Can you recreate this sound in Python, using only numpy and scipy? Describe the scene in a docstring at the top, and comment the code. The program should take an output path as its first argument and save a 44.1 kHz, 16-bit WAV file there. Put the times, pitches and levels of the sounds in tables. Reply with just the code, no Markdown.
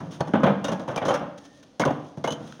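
"""Bricks tossed into a steel trailer

Bricks land on a heap in a trailer that stands in an open kiln pit. Each landing is a crunch of tiny
contacts: the load thuds, bricks knock and clack, grit spits, and a free brick rings in its normal modes.
The steel booms under the heap, chips scrape, crumbs trickle, and the pit walls return a dull tail.
Behind it all lie quiet open air and one faint squeal."""
import sys
import numpy as np
from scipy import signal
from scipy.fft import rfft, irfft
from scipy.io import wavfile
from scipy.ndimage import uniform_filter1d

SR = 44100
rng = np.random.default_rng(int(sys.argv[2]) if len(sys.argv) > 2 else 0)


def transcribe(u):
    """Save the signal u as a 16-bit wav file named by the first command-line argument.

    u: samples, shape (n,) or (channels, n), limited to [-1, 1]; the rate is SR.
    q: integer samples, one column per channel.
    """
    v = np.clip(np.atleast_2d(u).T, -1, 1)
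    q = np.round(v * 32767).astype(np.int16)
    wavfile.write(sys.argv[1], SR, q)


N = 114660

# landings, bounces and topples (time [s], thud [dB], knock [dB], clack [dB], grit [dB], base decay [s])
IMPACTS = [ (0.002, -32.5, -39, -43, -57, 0.021), (0.015, -36, -43.5, -57, -66, 0.13),
           (0.197, -31, -38, -46, -63, 0.013), (0.205, -19, -16.5, -29, -36, .008),
           (0.272, -27, -33, -44, -52, 0.022), (0.335, -14, -17, -24.5, -49.5, 0.013),
           (0.351, -19.5, -20, -28, -54, 0.019), (0.397, -27, -29.5, -56, -61, 0.028),
           (0.432, -16.5, -13, -22, -43.5, .021), (0.464, -24, -15.5, -25, -49.5, 0.024),
           (0.501, -22, -21.5, -38, -71, 0.014), (0.642, -29, -25, -32, -35.5, .024),
           (0.682, -24, -24, -35, -44, 0.024), (0.717, -25, -25, -35.5, -41, 0.022),
           (0.794, -35, -33, -46, -51, 0.035), (0.877, -31.5, -27, -36.5, -50, .05),
           (0.960, -29, -22, -32, -34, 0.0062), (0.976, -37, -20.5, -29, -37, 0.0092),
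           (1.015, -33, -25.5, -33.5, -57, 0.05), (1.052, -23.5, -25, -33.5, -37.5, 0.021),
           (1.081, -33, -17, -28, -37.5, 0.022), (1.104, -35, -20.5, -30, -43, 0.023),
           (1.139, -34.5, -22, -27, -36.5, 0.02), (1.205, -30, -29, -40, -71, 0.033),
           (1.796, -21.5, -17, -27, -31, 0.016), (1.814, -25, -22, -28, -38, .01),
           (1.851, -26, -20, -27.5, -33, 0.009), (1.857, -20, -18, -36, -52, 0.01),
           (1.874, -21.5, -18.5, -31, -55, 0.013), (1.904, -19, -19.5, -34, -48, .009),
           (1.996, -41, -47, -57, -68, 0.018), (2.171, -30, -38, -53, -57, 0.022),
           (2.240, -25.5, -20.5, -31, -37.5, .017), (2.274, -32.5, -20, -32, -38, .01),
           (2.304, -28, -37, -45, -43, 0.017), (2.321, -29, -31, -44, -35.5, .011),
           (2.400, -36, -45, -55, -62, 0.06), (2.474, -54, -52, -48.5, -49.5, 0.0067),
           (2.591, -44, -44.5, -50, -66, 0.037)]
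# spectra of the four layers of an impact (frequency [Hz], relative level [dB])
THUD_SPECTRUM = [(30, -45.5), (60, -22.5), (100, -6.5), (150, 2.5), (220, 1.5), (320, -2.5), (450, -15.5),
                 (900, -50), (3000, -84.5)]
KNOCK_SPECTRUM = [(100, -31), (280, -10), (430, -8), (550, 1.5), (800, -5.5), (1100, -9), (1500, -25),
                  (3000, -46), (8000, -67)]
CLACK_SPECTRUM = [(400, -23), (1000, -0.5), (1450, 4), (1950, -6), (2500, -11), (3300, -9), (4200, -25),
                  (7000, -54.5), (15000, -65)]
GRIT_SPECTRUM = [(1000, -43), (3300, 6.5), (4500, -3), (5400, 1.5), (6400, 4), (7300, -11.5), (8200, -14),
                 (9500, -6.5), (11500, -28.5), (13800, -25), (15200, -15.5), (16500, -21)]
# their textures (contact spread [-], pit echo [dB], pit t60 [s], decay factor [-], attack [s])
THUD_TEXTURE = (.4, -8, .8, 1.0, .002)
KNOCK_TEXTURE = (.45, -8, .62, 1.05, .002)
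CLACK_TEXTURE = (.5, -7, .56, 1.15, .002)
GRIT_TEXTURE = (.98, -16, .45, .8, .0007)
# normal modes of the trailer's bed and sides (frequency [Hz], relative level [dB])
BED_RESONANCES = [(105, -5), (146, -6), (180, -1.5), (296, -3)]
SIDE_RESONANCES = [(480, -1), (554, -4), (674, -1), (791, 0), (844, -1), (1039, 1), (1190, 2)]
# direct strikes on a steel panel (time [s], frequency [Hz], level [dB], t60 [s])
PANEL_STRIKES = [(0.336, 300, -18, .07), (0.338, 209, -17, .34), (0.435, 193, -16.5, .72),
                 (0.462, 375, -18, .08), (0.69, 180, -28, .5), (1.06, 281, -39, 1.7),
                 (1.088, 585, -26.5, .6), (1.103, 786, -24, .24), (1.868, 535, -12, .07),
                 (2.275, 890, -23, .066)]
# bricks that rebound and ring (time [s], fundamental [Hz], gain [dB], t60 of the fundamental [s])
REBOUNDS = [(0.208, 4335, -34, .033), (0.644, 2850, -34, .06), (0.647, 3660, -36, .12),
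            (0.683, 2810, -35, .08), (0.961, 3000, -29, .022), (0.974, 2330, -29, .06),
            (1.086, 3090, -33, .15), (1.140, 5400, -30, .035), (1.800, 2130, -31, 0.067),
            (1.818, 2160, -27, .09), (1.830, 1020, -20, .045), (1.837, 1450, -10.5, 0.016),
            (2.243, 2125, -34, .1), (2.276, 2960, -32, .1), (2.305, 2960, -32, .1), (2.323, 3060, -38, .12)]
# normal modes of a brick (ratio to the fundamental [-], level before tilt [dB])
BRICK_PARTIALS = [(1, 1.5), (1.04, -7), (1.33, -12), (2.1, -1), (2.21, -7), (3.3, -12)]
# sliding bricks and chips (time [s], duration [s], level [dB])
SLIDES = [(0.106, 0.083, -51), (1.375, 0.023, -52), (1.445, 0.029, -55), (1.626, .02, -55.5),
          (2.417, 0.23, -59)]
# open air (frequency [Hz], relative spectral density [dB])
AIR_SPECTRUM = [(30, -22), (110, -2), (290, 1), (400, -9), (550, -3), (900, -14), (2300, -24), (3300, -22),
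                (6200, -26), (7700, -40), (9500, -36), (11500, -51)]

BEAT_HZ, TWIN_DB = 14.3, -4  # each panel note has a close twin that makes it throb
PANEL_ATTACK_S, BRICK_ATTACK_S, ECHO_BUILD_S = .0061, .0009, .012
RING_BLUR_HZ = 48  # line width of a brick that chatters against its neighbours
BRIGHT_HZ, DULLING_DB = 2870, 40  # heavier bricks and smaller pieces lose their upper modes


def landings():
    """Impact noise: the heap thuds, knocks, clacks and spits grit; the first two drive the trailer."""
    _, thud_db, knock_db, clack_db, grit_db, _ = np.array(IMPACTS).T
    thud, thud_heard = crunch(thud_db, THUD_SPECTRUM, THUD_TEXTURE)
    knock, knock_heard = crunch(knock_db, KNOCK_SPECTRUM, KNOCK_TEXTURE)
    _, clack_heard = crunch(clack_db, CLACK_SPECTRUM, CLACK_TEXTURE)
    _, grit_heard = crunch(grit_db, GRIT_SPECTRUM, GRIT_TEXTURE)
    bed = trailer(thud, BED_RESONANCES, gain_db=-11.5, t60=.45)
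    sides = trailer(knock, SIDE_RESONANCES, gain_db=-12.5, t60=.45)
    return thud_heard + knock_heard + clack_heard + grit_heard + bed + sides


def crunch(levels, spectrum, texture, size=12000):
    """Source and filter: decaying bursts of contacts form one layer, returned without and with echo."""
    spread, echo_db, t60, decay_factor, attack = texture
    out, t, body = np.zeros(N), np.arange(size) / SR, colour(spectrum)
    for (start, *_, decay), db in zip(IMPACTS, levels):
        envelope = np.exp(-t / (decay_factor * decay)) * (1 - np.exp(-t / attack))
        burst = unit(through(contacts(size, spread) * envelope, body))
        add(out, start, burst * undb(db) * np.sqrt(decay * SR / 2))  # longer bursts carry more energy
    return out, pit(out, echo_db, t60)


def trailer(drive, modes, gain_db, t60):
    """Forced vibration: steel panels answer the blows at their natural frequencies."""
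    t = np.arange(SR) / SR
    panel = sum(undb(db) * np.sin(2 * np.pi * hz * t) for hz, db in modes) * fade(t, t60)
    return level(through(drive, panel), gain_db) * np.std(drive)


def panel_booms():
    """Beating: a directly struck panel sounds two close frequencies that interfere."""
    out, t = np.zeros(N), np.arange(SR) / SR
    for start, hz, db, t60 in PANEL_STRIKES:
        pair = np.sin(2 * np.pi * hz * t) + undb(TWIN_DB) * np.sin(2 * np.pi * (hz + BEAT_HZ) * t)
        add(out, start, undb(db) * pair * fade(t, t60) * (1 - np.exp(-t / PANEL_ATTACK_S)))
    return pit(out, echo_db=-18, t60=.74)


def brick_clinks(size=8000):
    """Free vibration: loose bricks ring in damped modes, the higher ones dying sooner."""
    out, t = np.zeros(N), np.arange(size) / SR
    for start, hz, db, t60 in REBOUNDS:
        tilt = -DULLING_DB * abs(np.log2(hz / BRIGHT_HZ))  # dB per octave
        ring = np.zeros(size)
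        for ratio, mode_db in BRICK_PARTIALS:
            gain = undb(mode_db + tilt * np.log2(ratio))
            ring += gain * tone(hz * ratio, RING_BLUR_HZ, size) * fade(t, t60 / np.sqrt(ratio))
        add(out, start, undb(db) * ring * (1 - np.exp(-t / BRICK_ATTACK_S)))
    return pit(out, echo_db=-14, t60=.2)


def brick_tap(start=2.524, peak_db=-31, size=2000):
    """Impulsive excitation: one brief contact of brick on brick gives a broadband tick."""
    out, t = np.zeros(N), np.arange(size) / SR
    body = colour(CLACK_SPECTRUM) + .5 * colour(GRIT_SPECTRUM)
    tap = through(contacts(size, spread=.4) * fade(t, t60=.014), body)
    add(out, start, undb(peak_db) * tap / np.max(np.abs(tap)))
    return out


def scrapes():
    """Sliding friction: bricks and chips rub in a run of contacts that swells and fades."""
    out = np.zeros(N)
    body = colour(GRIT_SPECTRUM) + .87 * colour(CLACK_SPECTRUM)
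    for start, duration, db in SLIDES:
        count = int(duration * SR)
        rub = through(contacts(count, spread=.36), body)
        swell = np.sin(np.pi * np.linspace(0, 1, count) ** .57)
        add(out, start, level(rub * swell, db))
    return out


def crumbs(swing_db=4):
    """Granular noise: tiny impacts merge into a trickle whose level wanders."""
    trickle = contacts(N, spread=.9) * undb(swing_db * wander(rate_hz=14))
    return level(through(trickle, colour(GRIT_SPECTRUM)), db=-69)


def pit(x, echo_db, t60):
    """Reverberation: scattering from the pit walls adds a decaying tail to the direct sound."""
    t = np.arange(SR) / SR
    tail = rng.standard_normal(SR) * fade(t, t60) * (1 - np.exp(-t / ECHO_BUILD_S))
    return x + undb(echo_db) * through(x, unit(tail))


def outdoors(squeal_start=1.33, squeal_duration=.36):
    """Ambient noise: quiet broadband air and one faint narrowband squeal."""
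    out = level(through(rng.standard_normal(N), colour(AIR_SPECTRUM)), db=-55)
    count = int(squeal_duration * SR)
    squeal = tone(hz=1815, blur_hz=45, count=count) * np.sin(np.linspace(0, np.pi, count))
    add(out, squeal_start, level(squeal, db=-68))
    return out


def contacts(count, spread):
    """Random excitation: dense tiny impacts with a log-normal spread of strength."""
    return rng.standard_normal(count) * np.exp(spread * rng.standard_normal(count))


def tone(hz, blur_hz, count):
    """Phase diffusion: a random walk in phase widens the spectral line of a sine."""
    stray = np.cumsum(rng.standard_normal(count)) * np.sqrt(2 * np.pi * abs(blur_hz) / SR)
    return np.sin(2 * np.pi * hz * np.arange(count) / SR + uniform_filter1d(stray, size=200))


def wander(rate_hz):
    """Slow modulation: interpolated random values with a spread near 1."""
    knots = rng.standard_normal(N)
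    return np.interp(np.arange(N) * rate_hz / SR, np.arange(N), knots)


def colour(spectrum, size=2048):
    """Minimum-phase impulse response with the given spectral shape."""
    hz, db = np.array(spectrum).T
    bins_hz = np.maximum(np.arange(size // 2 + 1) * SR / size, 1)
    magnitude = undb(np.interp(np.log(bins_hz), np.log(hz), db))
    cepstrum = irfft(np.log(magnitude))
    cepstrum[1:size // 2] *= 2  # folding makes the response causal
    cepstrum[size // 2 + 1:] = 0
    return unit(irfft(np.exp(rfft(cepstrum))))


def through(x, response):
    """Convolution with an impulse response."""
    return signal.fftconvolve(x, response)[:len(x)]


def fade(t, t60):
    """Exponential damping of 60 dB in t60."""
    return np.exp(-np.log(1000) * t / t60)


def undb(db):
    """Amplitude ratio from decibels."""
    return 10 ** (np.asarray(db) / 20)


def unit(x):
    """Normalisation to unit energy."""
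    return x / np.sqrt(np.sum(x ** 2) + 1e-18)


def level(x, db):
    """Normalisation to an rms level."""
    return unit(x) * np.sqrt(len(x)) * undb(db)


def add(out, start, x):
    """Superposition of x at a start time in seconds."""
    i = max(int(start * SR), 0)
    out[i:i + len(x)] += x[:max(N - i, 0)]


def scene():
    """Superposition: all sources sum at one listening point."""
    bricks = landings() + panel_booms() + brick_clinks()
    debris = pit(brick_tap() + scrapes(), echo_db=-8, t60=.34) + crumbs()
    return (bricks + debris + outdoors())[None]


def record(dry):
    """Band limiting: a steep low-pass filter removes the highest treble."""
    cutoff_hz = 15900
    return signal.sosfilt(signal.ellip(8, .2, 70, cutoff_hz, fs=SR, output="sos"), dry)


dry = scene()
out = record(dry)
transcribe(out)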